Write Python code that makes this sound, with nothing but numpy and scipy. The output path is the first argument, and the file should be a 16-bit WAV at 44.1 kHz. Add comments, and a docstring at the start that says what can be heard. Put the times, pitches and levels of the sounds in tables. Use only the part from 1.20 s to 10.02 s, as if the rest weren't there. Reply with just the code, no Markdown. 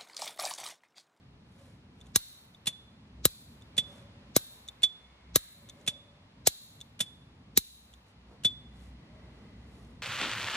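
"""A lighter lid, opened and shut

A gloved hand flips the lid of a heavy metal lighter shut and open six times, close to two microphone
ports. Shutting gives a hard snap and a thud in the hand. The thumb then ticks the lid, and a spring
throws it open with a short, high ping. A quiet room rings on behind, over a low rumble and a faint
hiss. The recorder turns itself down for a moment after each snap."""
import sys
import numpy as np
from scipy import signal
from scipy.fft import rfft, irfft
from scipy.io import wavfile
from scipy.ndimage import uniform_filter1d

SR = 44100
rng = np.random.default_rng(int(sys.argv[2]) if len(sys.argv) > 2 else 0)


def bounce(signal):
    """Save signal as a 16-bit WAV file at the path given by the first command-line argument."""
    frames = np.transpose(np.atleast_2d(signal))
    limited = np.clip(frames, -1, 1)
    pcm = np.round(limited * 32767).astype(np.int16)
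    wavfile.write(sys.argv[1], SR, pcm)


N = 388962
T = np.arange(N) / SR
HZ = np.maximum(np.fft.rfftfreq(N, 1 / SR), 1)

# The lid snaps shut. Each row: time in seconds, snap level in dB, boost of its hollow part in dB,
# case ring in dB against the snap, thud level in dB, thud pitch in Hz, hand bump level in dB,
# bump pitch in Hz, hand recoil level in dB, slide over the catch in dB against the snap.
SHUTS = [(0.9588, -10, 0, 3, -26, 365, -28.5, 136, -40.5, -16),
         (2.0532, -11, 0.5, -2, -15.5, 381, -21.5, 115, -35.5, -13),
         (3.1635, -10.5, -1, 0, -13, 430, -20.5, 170.5, -44, -10.5),
         (4.1583, -10, 3, -1.5, -16, 400, -26, 108.3, -37, -13),
         (5.2719, -8.5, -5, 0, -15, 509, -30.5, 121, -46.5, -10),
         (6.3745, -9, -7, -1, -21, 292, -33, 130, -38.5, -13.5)]
# The lid springs open. Each row: time in seconds, clack level in dB, its treble boost in dB, ping level
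# in dB, ping rise time in seconds, how much louder it is on the left in dB, hand bump level in dB.
OPENS = [(1.4692, -26.5, 3, -15.5, .0025, -2, -36), (2.5782, -28, -1, -6.5, .0045, -6, -33),
         (3.6317, -25, -3, -2, .0065, -5, -42), (4.6755, -27, -1, -14, .002, -4, -35),
         (5.8035, -26, 3, -16, .002, -3.5, -36), (7.2470, -28, -1, 0.3, .015, .5, -30)]
# The thumb lifts the lid. Each row: time in seconds, tick level in dB, ping level in dB.
TICKS = [(0.812, -53.5, -42.5), (0.8672, -55.5, -68), (1.347, -62, -40), (2.4206, -57, -46.5),
         (3.4858, -40, -27.5), (4.4962, -41, -34), (4.6117, -57.5, -73), (5.6122, -41, -35.5),
         (6.7375, -51.5, -45.5)]
# The glove slides. Each row: middle in seconds, half length in seconds, hiss in dB, scuff in dB.
RUBS = [(0.437, 0.13, -68, -72), (0.85, 0.096, -72.5, -67.5), (2.741, 0.095, -63.5, -62.5),
        (4.601, 0.075, -70.5, -66), (6.89, 0.037, -71.5, -79), (7.13, 0.057, -80, -61),
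        (7.628, 0.081, -66.5, -70), (8.151, 0.22, -81, -63.5), (8.59, 0.15, -69.5, -64)]
# Faint hums. Each row: middle in seconds, half length in seconds, pitch in Hz, level in dB.
HUMS = [(0.448, 0.065, 545, -64), (2.789, 0.22, 564.4, -64.5), (4.72, 0.28, 575, -66),
        (7.995, 0.14, 622, -67), (4.101, 0.7, 2157, -74), (8.1, 0.9, 1997, -73.5)]
# The opening lid bounces on its stop. Each row: delay in seconds, level in dB against the clack.
BOUNCES = [(0, -4), (.0035, -2), (.008, -7)]

# The tones of the open lid (one strong high ping with fainter overtones) and of the shut case.
# Each row: pitch in Hz, level in dB, seconds to fade by 60 dB (called t60 below).
LID_TONES = [(2970, -21, 0.051), (3465, -3.5, 0.084), (3470, -35, .12), (3680, -17.5, 0.059),
             (4540, -23.5, 0.05), (5840, -27, 0.054), (7505, -47, 0.16), (10720, -25.5, 0.049),
             (12200, -33, 0.04)]
CASE_TONES = [(4140, -19, 0.074), (3790, -15, 0.05), (3940, -19, 0.06), (4310, -19.5, .03),
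              (5520, -21, 0.036), (6220, -17.5, 0.027), (6600, -16.5, 0.034), (7840, -22, 0.034),
              (9263, -22.5, .03), (11400, -20.5, 0.034), (11300, -20, .04), (12040, -15, .04),
              (12340, -11.5, .04)]

# The colour of each noise, from bass to treble. Each row: frequency in Hz, relative level in dB.
SNAP_COLOUR = [(300, -30), (750, -13), (1150, -5.5), (1800, -6.5), (2600, -8.5), (3900, 1), (4900, -4),
               (6500, 1), (9500, 0), (11500, -1), (12400, 13), (13500, -4), (14600, 2), (15700, -6)]
CATCH_COLOUR = [(500, -15.5), (1900, -6), (2800, -6.5), (3800, 5.5), (7500, .5), (9000, -14),
                (15500, -12.5)]
CLACK_COLOUR = [(200, -16), (500, -4), (1100, -12.5), (2000, -4), (2800, 4), (4200, 3.5), (4900, -3),
                (7400, 1.5), (9400, -2), (10500, 2), (12200, -8), (15700, -14.5)]
TICK_COLOUR = [(1000, -20.5), (2600, -4), (3600, 10), (4700, -12), (6300, 5), (9000, -1.5),
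               (12000, -9.5), (15500, -9.5)]
GLOVE_COLOUR = [(500, -4.5), (1000, 2), (3000, 0), (6000, -3.5), (11000, -2.5), (15500, -11)]
SCUFF_COLOUR = [(200, -11.5), (380, 4.5), (600, -2.5), (950, -5), (1600, -15), (4000, -35)]
ROOM_COLOUR = [(100, -8), (500, -13.5), (1500, 0.5), (3000, 1.5), (3450, 5.5), (3900, 6), (6000, -3),
               (9000, -4.5), (12800, 0), (13500, -10), (15500, -11.5)]
RUMBLE_COLOUR = [(20, -39), (40, -20), (65, -4), (100, 1), (150, -1.5), (240, -3), (330, -15), (600, -22.5),
                 (1500, -51.5)]
AIR_COLOUR = [(100, -4), (350, -2.5), (570, 0), (1000, 0.5), (1600, -5), (2800, -5), (4300, -8),
              (6000, -17.5), (9000, -26), (12000, -27), (15500, -35)]

# How the background drifts. Each row: time in seconds, level in dB before that layer's gain is added.
DRONE_DRIFT = [(0, -66.5), (4.5, -63.0), (5.5, -71.0), (7.4, -53), (8.82, -52.5)]
RUMBLE_DRIFT = [(0, -56), (0.8, -55), (1.2, -61.5), (2.1, -53.5), (3.1, -53.5), (3.35, -61), (4.0, -65.5),
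                (4.45, -55), (4.9, -60.5), (6.2, -55.5), (6.85, -63), (7.25, -53.5), (8.82, -51.5)]
AIR_DRIFT = [(0, -68), (2.3, -65.5), (2.75, -62), (3.2, -63.5), (4.3, -65), (6.5, -67), (8.2, -63.5),
             (8.82, -65.5)]

# How alike left and right are for sound from all sides.
# Each row: frequency in Hz, likeness (1 is the same, -1 or less is opposite).
LIKENESS = [(130, 1), (290, 1), (640, 0.37), (1400, 0.042), (1800, 0.32), (2900, -0.62), (4800, -0.48),
            (6000, -0.068), (8000, 0.00048), (11000, -.35), (12500, -1.5), (13500, -.99)]
# How far the lighter's sound is ahead at the left port. Each row: frequency in Hz, lead in radians.
PORT_LEAD = [(50, 0), (130, -.33), (300, -.5), (600, -.5), (1100, 0), (2100, .5), (2800, 1.5), (3460, 1.1),
             (3800, .9), (4570, 1.8), (5300, 6.2), (5900, 7.1), (9000, 8.1), (12500, 8.85), (13800, 9.3),
             (15500, 9.42)]


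def lid_shutting(rattle_t60=.052, crack_t60=.014, slide_t60=.027, rise_s=.0004):
    """The lid slides over its catch, cracks onto the case and jolts the hand."""
    out, metal = np.zeros(N), noise(SNAP_COLOUR)
    hollow = below(metal, hz=2000)  # the grip sets how hollow each snap sounds
    catch = noise(CATCH_COLOUR)
    for s, snap_db, hollow_db, case_db, thud_db, thud_hz, bump_db, bump_hz, recoil_db, slide_db in SHUTS:
        span, t = around(s)
        blow = from_db(-3) * fade(t, rattle_t60, rise_s) + from_db(3) * fade(t, crack_t60, rise_s)
        clash = metal[span] + (from_db(hollow_db) - 1) * hollow[span]
        slide = from_db(slide_db) * fade(rise_s - t, slide_t60) * catch[span]  # grows until the lid lands
        case = from_db(case_db) * ring(t, CASE_TONES, rise_s=.00014, spread_db=-3.5)
        thud = from_db(thud_db) * knock(t - .00034, thud_hz, spread=.51)
        bump = from_db(bump_db) * knock(t - .001, bump_hz, spread=.68)
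        recoil = from_db(recoil_db) * knock(t - .002, hz=57, spread=.74)
        out[span] += from_db(snap_db) * (slide + blow * clash + case) + thud + bump + recoil
    return at_ports(out)


def lid_opening(release_lead_s=.0112, release_db=-43):
    """The catch lets go and the spring throws the lid against its stop, where it bounces."""
    out, metal = np.zeros(N), noise(CLACK_COLOUR)
    treble = metal - below(metal, hz=7590)
    for s, clack_db, treble_db, *_, bump_db in OPENS:
        span, t = around(s)
        clack = metal[span] + (from_db(treble_db) - 1) * treble[span]
        power = (from_db(release_db) * fade(t + release_lead_s, t60=.068)) ** 2
        for delay_s, bounce_db in BOUNCES:
            contact = fade(t - delay_s, t60=.06) + from_db(3) * fade(t - delay_s, t60=.0096)
            power += (from_db(clack_db + bounce_db + rng.standard_normal()) * contact) ** 2
        bump = knock(t - .004, hz=160, spread=.52)
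        bump += from_db(-8.5) * knock(t - .0005, hz=511.6, spread=.23)
        out[span] += np.sqrt(power) * clack + from_db(bump_db) * bump
    return at_ports(out)


def lid_ping(variation=1, blur_s=0, typical_db=-8):
    """The open lid rings. How loud it is nearby depends on how it faces the ports."""
    out = np.zeros((2, N))
    for s, _, _, ping_db, rise_s, left_db, _ in OPENS:
        span, t = around(s)
        change_db = ping_db - typical_db + left_db / 2 * np.array([[1], [-1]])
        ping = ring(t, LID_TONES, rise_s + blur_s, spread_db=.5)
        out[:, span] += from_db(typical_db + variation * change_db) * ping
    return at_ports(out)


def thumb_ticks(t60=.026, pitch_ratio=1.025, length_ratio=.42, slack_s=.008, slack_db=-6.5):
    """Small double touches. Under the thumb, the lid rings shorter and a little higher."""
    out, metal = np.zeros(N), noise(TICK_COLOUR)
    held_tones = [(hz * pitch_ratio, db, free_t60 * length_ratio) for hz, db, free_t60 in LID_TONES]
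    for s, tick_db, ping_db in TICKS:
        span, t = around(s)
        slack = from_db(slack_db) * fade(t + slack_s, t60)  # the loose hinge touches just before the tick
        tick = from_db(tick_db) * np.hypot(fade(t, t60), slack) * metal[span]
        ping = from_db(ping_db) * ring(t, held_tones, rise_s=.0004, spread_db=1)
        out[span] += tick + ping
    return at_ports(out)


def glove_rubs(grain_db=-2.5):
    """Cloth threads catch on the case: a soft, grainy hiss over a dull scuff."""
    grain = normalise(uniform_filter1d(rng.standard_normal(N), size=90))
    hiss = sum(swell(s, half_s, db) for s, half_s, db, _ in RUBS) * noise(GLOVE_COLOUR)
    scuff = sum(swell(s, half_s, db) for s, half_s, _, db in RUBS) * noise(SCUFF_COLOUR)
    return at_ports(from_db(grain_db * grain) * (hiss + scuff))


def room(x, level_db, t60=.69, first_echo_s=.005):
    """Many echoes from the walls build up and die away."""
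    echoes = (all_round_noise(ROOM_COLOUR) * fade(T - first_echo_s, t60, rise_s=.0027))[:, :SR]
    echoes /= np.sqrt(np.sum(echoes ** 2) / 2)
    return from_db(level_db) * signal.fftconvolve(x[:1], echoes, axes=1)[:, :N]


def wall_echo(x, delay_s=.056, level_db=-23):
    """One wall throws the sound back a little later."""
    return from_db(level_db) * np.pad(x, ((0, 0), (int(delay_s * SR), 0)))[:, :N]


def hand_swing(s, speed_up_s=.11, stop_s=.02):
    """The hand's motion, from 0 to 1: it speeds up towards the snap at time s, then stops dead."""
    return np.exp(-((T - s) / np.where(T < s, speed_up_s, stop_s)) ** 2)


def drone_and_rumble(drone_gain_db=-3, rumble_gain_db=-1, swing_db=-54.5, rest_db=-6):
    """A low drone and a rumble drift slowly and swell with every swing of the hand."""
    motion = sum(hand_swing(s) for s, *_ in SHUTS)
    heave = sum(from_db(recoil_db - 17) * hand_swing(s) for s, *_, recoil_db, _ in SHUTS)
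    drone = np.hypot(from_db(in_time(DRONE_DRIFT) + drone_gain_db), heave)
    # The rumble sinks while the hand rests after a snap.
    rest = sum(fade(T - s, t60=.6, rise_s=.015) for s, *_ in SHUTS)
    rumble_db = in_time(RUMBLE_DRIFT) + rumble_gain_db + rest_db * rest
    rumble = np.hypot(from_db(rumble_db), from_db(swing_db) * motion)
    return drone * wavering_tone(hz=61.1, width_hz=3.8) + rumble * all_round_noise(RUMBLE_COLOUR)


def air(gain_db=2, hum_width_share=.051):
    """An airy hiss drifts slowly, and faint hums come and go in it."""
    hums = sum(swell(s, half_s, db) * wavering_tone(hz, hum_width_share * hz)
               for s, half_s, hz, db in HUMS)
    return from_db(in_time(AIR_DRIFT) + gain_db) * all_round_noise(AIR_COLOUR) + hums


def ring(t, tones, rise_s, spread_db):
    """Struck metal rings. Every blow shares its strength among the tones a little differently."""
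    chance = rng.standard_normal((len(tones), 2))
    return sum(from_db(db + spread_db * luck) * fade(t, t60, rise_s) * np.sin(2 * np.pi * (hz * t + phase))
               for (hz, db, t60), (luck, phase) in zip(tones, chance))


def knock(t, hz, spread):
    """One push at t = 0 sets off a few swings near hz. More spread makes them die sooner."""
    band = signal.butter(4, [hz / (1 + spread), hz * (1 + spread)], "band", fs=SR, output="sos")
    push = np.diff(t >= 0, prepend=False)
    swings = signal.sosfilt(band, push + 1e-18)
    return swings / np.abs(swings).max()


def noise(colour):
    """Noise with the given balance of bass and treble."""
    return normalise(irfft(rfft(rng.standard_normal(N)) * from_db(over_hz(colour)), N))


def all_round_noise(colour):
    """Stereo noise that arrives from all sides."""
    alike = np.clip(over_hz(LIKENESS), -.99, .985)
    shared, opposite = rfft(rng.standard_normal((2, N))) * from_db(over_hz(colour))
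    return normalise(irfft(np.sqrt(1 + alike) * shared + np.sqrt(1 - alike) * opposite * [[1], [-1]], N))


def wavering_tone(hz, width_hz):
    """Noise squeezed into a narrow band sounds like an unsteady tone."""
    return normalise(irfft(rfft(rng.standard_normal(N)) / (1 + ((HZ - hz) / width_hz) ** 2), N))


def at_ports(x):
    """A nearby sound reaches the two ports out of step, mostly more so at high pitch."""
    half_lead = over_hz(PORT_LEAD) / 2 * np.array([[1], [-1]])
    return irfft(rfft(x) * np.exp(1j * half_lead), N)


def below(x, hz):
    """The part of a sound that lies under hz."""
    return irfft(rfft(x) / (1 + (HZ / hz) ** 10), N)


def fade(t, t60, rise_s=.00018):
    """The loudness of a blow at t = 0: it rises fast, then drops 60 dB in t60 seconds."""
    t = np.maximum(t, 0)
    return (1 - np.exp(-t / rise_s)) * np.exp(-np.log(1000) * t / t60)


def swell(s, half_s, db):
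    """A smooth rise and fall around time s."""
    return from_db(db) * np.exp(-((T - s) / half_s) ** 2)


def around(s):
    """The samples around time s, and their times counted from it."""
    span = slice(int((s - .04) * SR), int((s + .3) * SR))
    return span, T[span] - s


def in_time(points):
    """Join (seconds, value) points with straight lines."""
    return np.interp(T, *np.transpose(points))


def over_hz(points):
    """Join (Hz, value) points, giving every octave the same space."""
    hz, value = np.transpose(points)
    return np.interp(np.log(HZ), np.log(hz), value)


def from_db(db):
    """Turn decibels into a number to multiply by."""
    return 10 ** (np.asarray(db) / 20)


def normalise(x):
    """Scale a sound to an average power of 1."""
    return x / np.sqrt(np.mean(x ** 2) + 1e-20)


def scene(walls=4):
    """The lighter, its echoes and the quiet room behind it."""
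    clacks = lid_opening()
    touches = thumb_ticks() + glove_rubs()
    # The room hears a more even ping from flick to flick, and scattering blurs its start.
    far_pings = from_db(4) * lid_ping(variation=.44, blur_s=.015)
    # A snap sends different overtones towards each wall, so its echoes blend into an even hiss.
    snap_echoes = sum(room(lid_shutting(), level_db=-26) for _ in range(walls))
    flick_echoes = room(clacks + far_pings + from_db(-4) * touches, level_db=-27.5) + wall_echo(far_pings)
    lighter = lid_shutting() + clacks + lid_ping() + touches
    return lighter + snap_echoes + flick_echoes + drone_and_rumble() + air()


def gain_control(x, threshold_db=-18, share=.84, recovery_db_per_s=32, attack_s=.017):
    """Loud peaks make the recorder turn itself down; the level then creeps back up."""
    power = uniform_filter1d(np.mean(x ** 2, axis=0), size=88)
    level_db = 10 * np.log10(np.abs(power) + 1e-12)
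    cut_db = share * np.maximum(level_db - threshold_db, 0)
    held_db = np.maximum.accumulate(cut_db + recovery_db_per_s * T) - recovery_db_per_s * T
    smoothing = np.exp(-1 / (attack_s * SR))
    return x * from_db(-signal.lfilter([1 - smoothing], [1, -smoothing], held_db))


def record(dry, ceiling=.85, cutoff_hz=15800):
    """The recorder controls the level, rounds off the peaks and cuts the highest treble."""
    rounded = ceiling * np.tanh(gain_control(dry) / ceiling)
    return signal.sosfilt(signal.ellip(10, .2, 80, cutoff_hz, fs=SR, output="sos"), rounded)


dry = scene()
out = record(dry)
bounce(out)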